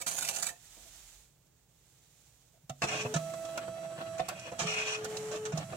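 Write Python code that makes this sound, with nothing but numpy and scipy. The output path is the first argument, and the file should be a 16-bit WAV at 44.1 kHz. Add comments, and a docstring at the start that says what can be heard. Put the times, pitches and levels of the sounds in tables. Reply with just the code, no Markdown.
"""Slide scanner changing a slide

Close by in a quiet room, a finger riffles over plastic slide frames; the arm draws back and returns to
press a button. A stepper motor then runs the changing cycle leg by leg at two speeds: its gears churn,
the carrier scrapes along its guide, and latches and frames knock in the plastic case."""
import sys
import numpy as np
from scipy import signal
from scipy.fft import rfft, irfft
from scipy.io import wavfile
from scipy.ndimage import uniform_filter1d

SR = 44100
rng = np.random.default_rng(int(sys.argv[2]) if len(sys.argv) > 2 else 0)


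def transcribe(signal):
    """Save signal, clipped to [-1, 1], as a 16-bit WAV file at the path in sys.argv[1]."""
    frames = np.atleast_2d(signal).T
    limited = np.clip(frames, -1, 1)
    pcm = np.round(limited * 32767).astype(np.int16)
    wavfile.write(sys.argv[1], SR, pcm)


N = 254016
T, HZ = np.arange(N) / SR, np.fft.rfftfreq(N, 1 / SR)

# Legs of the changing cycle: start/s, end/s, speed (0 slow, 1 fast), step tone/dB, its swell/dB,
# churn/dB, rumble/dB, hiss/dB, opening lurch/dB
LEGS = [(2.84, 3.154, 0, -51, 12, -47.5, -51.5, -64, 3),
        (3.168, 3.998, 1, -40.5, -2.5, -54.5, -55, -61, 12),
        (3.966, 4.244, 1, -43, 2.5, -55, -53.5, -60.5, 7),
        (4.228, 4.612, 1, -50.5, -2, -53, -56.5, -61.5, 6),
        (4.615, 4.973, 0, -45.5, 1.5, -67, -61, -64.5, 22), (4.952, 5.535, 0, -42, 3, -51.5, -54, -59, 6),
        (5.528, 5.8, 1, -46, -9.5, -49.5, -49.5, -57.5, 5)]


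def amp(db):
    """Decibels to gain."""
    return 10 ** (np.asarray(db) / 20)


def unit(x):
    """Scales a sound so that the mean of its channels has rms 1."""
    return x / np.sqrt(np.mean(np.atleast_2d(x).mean(0) ** 2) + 1e-20)


def read(points, hz):
    """Reads a curve on a log-frequency axis."""
    f, value = np.transpose(points)
    return np.interp(np.log(hz + 1), np.log(f + 1), value)


def colour(x, spectrum):
    """Minimum-phase EQ: shapes a sound without smearing its attacks backwards."""
    gain = amp(read(spectrum, HZ))
    log_gain = np.log(np.maximum(gain / gain.max(), 1e-5))
    log_response = np.conj(signal.hilbert(np.r_[log_gain, log_gain[-2:0:-1]]))
    taps = np.fft.ifft(np.exp(log_response)).real[:4096]
    return signal.oaconvolve(x, taps / np.linalg.norm(taps))[:N]


def ring(x, modes):
    """Drives a set of damped modes."""
    t = T[:SR // 4]
    taps = sum(amp(db) * width * np.exp(-np.pi * width * t) * np.sin(2 * np.pi * hz * t)
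               for hz, width, db in modes)
    return signal.oaconvolve(x, taps / np.linalg.norm(taps))[:N]


def waver(samples):
    """Slow random drift of rms 1."""
    return unit(uniform_filter1d(uniform_filter1d(rng.standard_normal(N), samples), samples))


def grains(per_s, spread_db):
    """A random train of tiny contacts of unequal size."""
    size = amp(spread_db * np.minimum(rng.exponential(1, N), 4)) * rng.choice([-1, 1], N)
    return unit(size * (rng.random(N) < per_s / SR))


def rattle(blows, first_db=-7):
    """Each blow (t/s, level/dB, chatter/s) is a first contact, then a quick run of them dying away."""
    chatter, out = grains(2500, 0.44), np.zeros(N)
    rise_s = 0.0009
    for start, db, length in blows:
        at = round(start * SR)
        t = T[:min(SR // 8, N - at)]
        burst = chatter[at:at + len(t)] * np.exp(-(t / (2 * length)) ** 2) * (1 - np.exp(-t / rise_s))
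        burst[0] += amp(first_db) * np.linalg.norm(burst)
        gain = amp(db) * np.sqrt((length + 0.0041) * SR / (np.sum(burst ** 2) + 1e-9))
        out[at:at + len(t)] += gain * burst
    return out


def wash(spectrum):
    """Steady stereo noise, wide in the treble."""
    likeness = [(130, 0.9), (300, 0.53), (640, 0.4), (1400, 1), (3000, 0), (7000, 0)]  # between the microphone ports: f/Hz, correlation
    left, other = rfft(rng.standard_normal((2, N)))
    same = read(likeness, HZ)
    right = same * left + np.sqrt(1 - same ** 2) * other
    return unit(irfft(np.array([left, right]) * amp(read(spectrum, HZ)), N))


def hold(start, end, attack_s, release_s):
    """Envelope that rises, holds until end, then dies away."""
    return np.clip((T - start) / attack_s, 0, 1) * np.exp(-np.maximum(T - end, 0) / release_s)


def running(start, end, ramp_s=0.028):
    """1 while the motor drives a leg, with short ramps at both ends."""
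    return np.clip(np.minimum(T - start, end - T) / ramp_s, 0, 1)


def stepper(jitter_rad=0.0136, flutter_db=2.0, load_db=0.9):
    """Clocked steps give a clean whine; the changing load shakes its level and phase."""
    # Step overtones at each speed: multiple of the step rate, level/dB
    slow_whine = [(2, -57), (3, -66), (4.5, -70), (7, -68), (10, -74), (13, -95), (13.5, -65), (14.5, -75),
                  (16, -83), (16.5, -63), (20, -67)]
    fast_whine = [(.5, -61.5), (2, -59.5), (3, -70.5), (4, -68.5), (5, -71), (6, -70), (7, -74), (8.5, -72),
                  (9, -67.5), (9.5, -90), (11.5, -72), (12, -65.5), (12.5, -73), (13.5, -71.5),
                  (16.5, -71.5), (17, -77), (17.5, -96)]
    slow_hz, fast_hz = 430.7, 657.85
    slack = amp(-11 * np.exp(-((T - 3.985) / 0.016) ** 2))  # the load lets go at the end of travel
    out = np.zeros((2, N))
    for speed, (hz, whine) in enumerate([(slow_hz, slow_whine), (fast_hz, fast_whine)]):
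        on, gain = np.zeros((2, N))
        for start, end, leg_speed, db, swell_db, *_ in LEGS:
            if leg_speed == speed:
                drive = running(start, end)
                progress = np.clip((T - start) / (end - start), 0, 1)
                on = np.minimum(on + drive, 1)
                gain += slack * drive * amp(db + swell_db * progress)
        angle = 2 * np.pi * hz * T + jitter_rad * waver(500)
        flutter = amp(flutter_db * waver(2500))
        tone = gain * amp(load_db * waver(1200)) * np.sin(angle)
        for multiple, db in overtones(hz, whine):
            follow = (gain / gain.max()) ** min(1, 2 / multiple)  # low overtones ride the step tone
            phase = 2 * np.pi * rng.random() + np.array([[0], [rng.uniform(-1.4, 1)]])
            level = amp(db) * follow * on * np.roll(flutter, rng.integers(N))
            tone = tone + level * np.sin(multiple * angle + phase)
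        out += np.sqrt(2) * tone
    return out


def overtones(hz, whine, buzz_db=-83):
    """The whine plus a faint treble buzz, on half multiples: the coil pattern repeats every two steps."""
    multiples = np.arange(round(2 * 5500 / hz), round(2 * 13500 / hz)) / 2
    levels = buzz_db - np.log2(multiples * hz / 6000)  # falls 1 dB per octave
    return {**dict(zip(multiples, levels)), **dict(whine)}.items()


def gears(uneven_db=5.0, lurch_s=0.017):
    """Teeth knock unevenly in the gearbox and shake the chassis, hardest as each leg begins."""
    # Tooth churn and chassis rumble: f/Hz, level/dB
    churn_eq = [(40, -56), (150, -22), (250, -8.5), (330, 1.5), (420, -14), (540, 1), (720, 1.5),
                (900, -8.5), (1300, -6), (1900, -13), (2600, -14), (4000, -17), (8000, -41.5)]
    rumble_eq = [(25, -40), (60, -52), (95, -2.5), (125, 2), (160, 0.5), (200, 0.5), (280, -44.5),
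                 (600, -54)]
    churn, rumble = np.zeros((2, N))
    for start, end, *_, churn_db, rumble_db, _, lurch_db in LEGS:
        effort = running(start, end) * amp(lurch_db * np.exp(-np.maximum(T - start, 0) / lurch_s))
        churn += amp(churn_db) * effort
        rumble += amp(rumble_db) * effort
    teeth = colour(churn * grains(900, 2.3) * amp(uneven_db * waver(1100)), churn_eq)
    return teeth + colour(rumble * grains(400, 1.4), rumble_eq)


def rubbing():
    """Rasp, squeal and hiss envelopes: each stroke of the carrier grips, holds and lets go."""
    strokes = [(2.81, 2.84, -46, -56, -51), (2.862, 3.018, -40.5, -42.5, -72),
               (4.18, 4.292, -68, -58.5, -78), (4.337, 4.479, -58, -55, -80), (4.579, 4.637, -39, -48, -56),
               (4.65, 4.826, -40.5, -39, -58), (4.844, 4.943, -38.5, -42, -66),
               (5.077, 5.303, -73, -82, -55.5), (5.3, 5.36, -63, -69, -65)]  # along the guide: start/s, end/s, rasp/dB, squeal/dB, hiss/dB
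    return sum(amp(levels)[:, None] * hold(start, end, attack_s=0.023, release_s=0.021)
               for start, end, *levels in strokes)


def carrier(squeal_db=1.0, grip_db=1.77):
    """Plastic sticks and slips on its guide, and the carrier squeals on its own modes."""
    rasp_eq = [(200, -51), (450, -12.5), (680, -4.5), (950, -8), (1330, -1), (2000, -13.5), (2500, -7),
               (3600, -9), (4800, -15.5), (5950, -4.5), (6500, -12), (7400, -8.5), (9500, -24.5),
               (16000, -62)]  # scraping plastic: f/Hz, level/dB
    squeal_modes = [(642, 4.6, 13), (2330, 72, -1.5), (2510, 130, 13), (2790, 110, 2)]  # carrier resonances: f/Hz, width/Hz, level/dB
    rasp, squeal, _ = rubbing()
    grip = amp(grip_db * waver(300))
    slips = grains(1500, 2.0)
    scrape = colour(grip * rasp * grains(2600, 0.57), rasp_eq)
    return scrape + amp(squeal_db) * ring(grip * squeal * slips, squeal_modes)


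def knocks():
    """Each blow clacks the part itself, rings the case and ticks at the point of contact."""
    blows = [(2.695, -46.5, -41.5, -48.5, 0.0023), (2.819, -30.5, -33, -37, 0.01),
             (2.836, -38, -32, -40.5, 0.0073), (3.05, -40, -30.5, -55, 0.008),
             (3.140, -38, -33.5, -37, 0.0081), (3.162, -40.5, -32.5, -39.5, 0.0055),
             (3.336, -46, -43, -51.5, 0.0039), (3.45, -53, -49, -49.5, 0.0041),
             (3.575, -37, -36.5, -42.5, 0.0027), (3.68, -62, -39, -70, 0.0029),
             (4.18, -49, -61, -51, 0.0054), (4.194, -41.5, -31.5, -49, 0.0037),
             (4.284, -39, -44, -47, 0.0092), (4.394, -62, -70, -48, 0.0023),
             (4.467, -47.5, -46.5, -59, 0.0032), (4.517, -50.5, -39.5, -59, 0.011),
             (4.592, -42, -38.5, -37, 0.013), (4.616, -56, -39, -49, 0.014),
             (5.045, -47, -41.5, -44, 0.0077), (5.168, -58, -67, -39, 0.004),
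             (5.315, -50.5, -43, -47, 0.026), (5.357, -51, -58, -53, 0.01),
             (5.453, -42, -53, -42.5, 0.0069), (5.521, -47, -39.5, -49.5, 0.0076),
             (5.574, -53, -35, -39.5, 0.0057), (5.724, -51, -36, -60, 0.0098)]  # latches and frames: t/s, clack/dB, knock/dB, tick/dB, chatter/s
    touches = [(0.769, -57, 0.013), (0.8, -73, .006), (0.85, -65, 0.0098), (0.945, -68, 0.0039),
               (2.536, -68.5, 0.017)]  # frames settle, the finger lands on the button: t/s, level/dB, chatter/s
    case_modes = [(246.3, 5.6, -0.5), (357, 27, -7), (521, 26, -2.5), (617, 12, -1), (666, 34, 5.5),
                  (900, 220, -28)]  # plastic case: f/Hz, width/Hz, level/dB
    # Midrange clack and bright tick: f/Hz, level/dB
    clack_eq = [(200, -75), (550, -55), (900, -7), (1170, 0), (1450, -2), (2050, -9.5), (2550, -3),
                (3200, -18.5), (4500, -19), (9000, -72)]
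    tick_eq = [(1800, -15), (3600, 6), (4900, -1), (5900, 5.5), (7400, 4.5), (9000, -6), (12000, -20),
               (16000, -21)]
    times, clack_db, knock_db, tick_db, lengths = np.transpose(blows)
    body = ring(rattle(zip(times, knock_db, lengths), first_db=-6.5) + rattle(touches), case_modes)
    clack = colour(rattle(zip(times, clack_db, lengths), first_db=-8.5), clack_eq)
    tick = colour(rattle(zip(times, tick_db, lengths), first_db=-6), tick_eq)
    return body + clack + tick


def catches(push_s=0.0096, crack_s=0.0014):
    """The button and spring catches snap over: a bright crack, and the front panel rings."""
    snaps = [(2.696, -41.5, -47.5), (3.575, -52, -44), (4.2, -35, -64), (4.285, -39.5, -36.5),
             (5.045, -62, -41.5), (5.574, -63, -50)]  # t/s, panel ring/dB, crack/dB
    panel_modes = [(739, 31, -5.5), (1310, 67, -26), (1956, 30, -26), (3070, 120, -28), (3580, 150, -25)]  # front panel: f/Hz, width/Hz, level/dB
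    crack_eq = [(2000, -46), (5000, 0.5), (8000, 3), (11000, -6.5), (15000, -9)]  # edge of the snap: f/Hz, level/dB
    push = rattle([(at, db, push_s) for at, db, _ in snaps], first_db=25.0)
    crack = rattle([(at, db, crack_s) for at, _, db in snaps])
    return ring(push, panel_modes) + colour(crack, crack_eq)


def thumps(rise_s=0.012, ring_db=-13, ring_t60=0.78):
    """The chassis swings for a few cycles on its feet, then rings out faintly."""
    jolts = [(2.632, -57, 144), (2.697, -39, 138.4), (2.826, -36.5, 139), (2.946, -40.5, 149),
             (3.047, -34, 125), (3.151, -24.5, 156.5), (3.68, -44.5, 157), (3.978, -46, 157),
             (4.188, -41.5, 146), (4.61, -37, 162.6), (4.643, -33, 168.2), (5.53, -27, 157),
             (5.575, -37.5, 151)]  # t/s, level/dB, f/Hz
    out = np.zeros(N)
    for start, db, hz in jolts:
        at = round(start * SR)
        t = T[:min(SR // 3, N - at)]
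        swing = (t / rise_s * np.exp(1 - t / rise_s)) ** 3
        tail = amp(ring_db - 60 * t / ring_t60) * np.minimum(t / rise_s, 1)
        out[at:at + len(t)] += amp(db) * (swing + tail) * np.sin(2 * np.pi * hz * t)
    return out


def slides(snap_trim_db=-10, body_trim_db=-4, snap_s=0.0057, width_hz=85):
    """Frames snap off the fingertip, each at its own pitch, and jostle in the hollow magazine."""
    flicks = [(0.0135, -26, -42, 2260), (0.0647, -24.5, -31.5, 1440), (0.0763, -24, -52, 2380),
              (0.087, -32.5, -48, 2350), (0.112, -27.5, -48, 1140), (0.145, -31.5, -59, 2600),
              (0.1827, -23, -36, 1455), (0.2216, -25.5, -31, 1510), (0.2483, -28.5, -35.5, 2610),
              (0.2729, -33, -38, 2070), (0.286, -20, -38, 2300), (0.3612, -24, -49, 1900),
              (0.4246, -19.5, -51, 2510), (0.4642, -23, -62, 1800), (0.4907, -41.5, -39, 1790)]  # one per frame, before trim: t/s, snap/dB, body/dB, f/Hz
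    drags = [(0, 0.009, -42, -49.5), (0.06, 0.501, -42, -51)]  # finger over the frames: start/s, end/s, rustle/dB, hollow ring/dB
    frame_eq = [(60, -50), (120, -18), (170, -8), (400, -55), (650, -10.5), (1010, -16), (1450, -12),
                (2040, -15.5), (2400, -10), (3120, -15), (4300, -10.5), (5300, -15.5), (6850, -3.5),
                (10000, -13), (16000, -22.5)]  # plastic clatter: f/Hz, level/dB
    magazine_modes = [(548.4, 8.4, 3), (705, 22, 2.5), (808, 170, -5), (1773, 14, -2), (2610, 48, -3)]  # hollow ring: f/Hz, width/Hz, level/dB
    rustle = sum(amp(db) * hold(start, end, 0.0035, release_s=0.0045) for start, end, db, _ in drags)
    hollow = sum(amp(db) * hold(start, end, 0.0035, release_s=0.029) for start, end, _, db in drags)
    snaps = rattle([(at, db + snap_trim_db, snap_s) for at, db, _, _ in flicks], first_db=-9.5)
    bodies = sum(ring(rattle([(at, db + body_trim_db, 0.002)]), [(hz, width_hz, 0)])
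                 for at, _, db, hz in flicks)
    clatter = colour(snaps + rustle * grains(1100, 3.6), frame_eq)
    return clatter + bodies + ring(hollow * grains(500, 0.59), magazine_modes)


def glide():
    """Smooth parts hiss as they slide, more during a stroke of the carrier."""
    hiss_eq = [(800, 3.5), (2500, 1.5), (4500, -3.5), (6000, 2), (7500, 5.5), (9000, -3.5), (11000, -6),
               (16000, -19)]  # sliding friction: f/Hz, level/dB
    moving = sum(amp(hiss_db) * running(start, end) for start, end, *_, hiss_db, _ in LEGS)
    _, _, stroke = rubbing()
    return (moving + stroke) * amp(0.14 * waver(700)) * wash(hiss_eq)


def sleeve(still_db=-74.5):
    """Cloth swishes with the arm's speed, one arch per reach, and never lies quite still."""
    # Off the magazine, to the button, away again: start/s, end/s, swish/dB, flutter/dB
    reaches = [(0.476, 1.317, -57.5, -62), (1.68, 2.64, -73.5, -90.5), (2.74, 3.713, -57.5, -75)]
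    # Cloth swish and its low flutter: f/Hz, level/dB
    swish_eq = [(180, -26), (300, -10), (412, -15), (565, -8.5), (842, -4), (961, -10.5), (1640, -8),
                (3640, -2), (4910, -4), (6960, 3), (8200, 0), (9800, -6.5), (16000, -10.5)]
    flutter_eq = [(20, -28), (35, 4), (50, 7), (75, -19), (150, -25), (400, -21), (1000, -76)]
    swish, flutter = np.zeros((2, N))
    for start, end, swish_db, flutter_db in reaches:
        speed = np.sin(np.pi * np.clip((T - start) / (end - start), 0, 1))
        swish += amp(swish_db) * speed
        flutter += amp(flutter_db) * speed
    cloth = (swish + amp(still_db)) * amp(0.87 * waver(900)) * wash(swish_eq)
    return cloth + flutter * wash(flutter_eq)


def room_tone(level_db=-69):
    """The room's low, steady hush."""
    hush_eq = [(25, -19), (52, 1.5), (85, -5.5), (122, 0.5), (157, -2), (200, -13.5), (360, -14),
               (600, -15.5), (1100, -24), (2500, -28.5), (5000, -33), (7000, -44.5), (10000, -35),
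               (16000, -22)]  # f/Hz, level/dB
    return amp(level_db) * wash(hush_eq)


def space(x, case_t60, room_t60, room_db, scatter_db, turns_per_s=4.3):
    """Bass arrives directly; treble also scatters in the case by shifting paths; the room adds a tail."""
    t = T[:SR // 2]
    low, high = (signal.butter(3, 850, kind, fs=SR, output="sos") for kind in ("low", "high"))
    treble = signal.sosfilt(high, x) / np.sqrt(1 + amp(2 * scatter_db) / 2)  # shares out the energy
    out = signal.sosfilt(low, x) + np.array([np.roll(treble, 4), treble])
    for path in range(3):
        case, room = rng.standard_normal((2, 2, len(t)))
        case *= amp(-60 * t / case_t60)
        room *= amp(-60 * t / room_t60) * (t > 0.008)
        share = np.sqrt(2 / 3) * np.cos(np.pi * (turns_per_s * T + path / 3))  # crossfades the paths
        for sound, taps, db in ((treble, case, scatter_db), (x, room, room_db)):
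            wet = signal.oaconvolve((sound * share)[None], taps / np.linalg.norm(taps[0]), axes=1)
            out += amp(db) * wet[:, :N]
    return out


def scene():
    """Magazine and mechanism in the open case, over the room's own hush."""
    magazine = space(slides(), case_t60=0.029, room_t60=0.2, room_db=-9.5, scatter_db=7.5)
    drive = space(gears() + carrier(), case_t60=0.061, room_t60=0.13, room_db=-19.0, scatter_db=8.0)
    blows = space(knocks() + catches(), case_t60=0.049, room_t60=0.22, room_db=-13.0, scatter_db=8.5)
    return magazine + drive + blows + glide() + thumps() + stepper() + sleeve() + room_tone()


def record(dry, low_cut_hz=38, high_cut_hz=15900):
    """Two microphone ports, the right much brighter than the left, then a low cut and a high cut."""
    balance = [(150, -2), (260, -2.5), (340, 10.5), (450, -0.5), (660, -7), (1000, 2.5), (1300, 0),
               (2600, 4.5), (4800, -5), (6200, -14), (7500, -21.5), (10000, -15.5), (15000, -12)]  # between the ports: f/Hz, left minus right/dB
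    tilt = amp(read(balance, HZ) / 2)
    ports = np.array([tilt, 1 / tilt]) / np.sqrt((tilt ** 2 + tilt ** -2) / 2)
    low_cut = signal.butter(4, low_cut_hz, "high", fs=SR, output="sos")
    high_cut = signal.firwin(511, high_cut_hz, window=("kaiser", 9), fs=SR)
    heard = signal.sosfilt(low_cut, irfft(rfft(dry) * ports, N))
    return signal.oaconvolve(heard, high_cut[None], "same")


dry = scene()
out = record(dry)
transcribe(out)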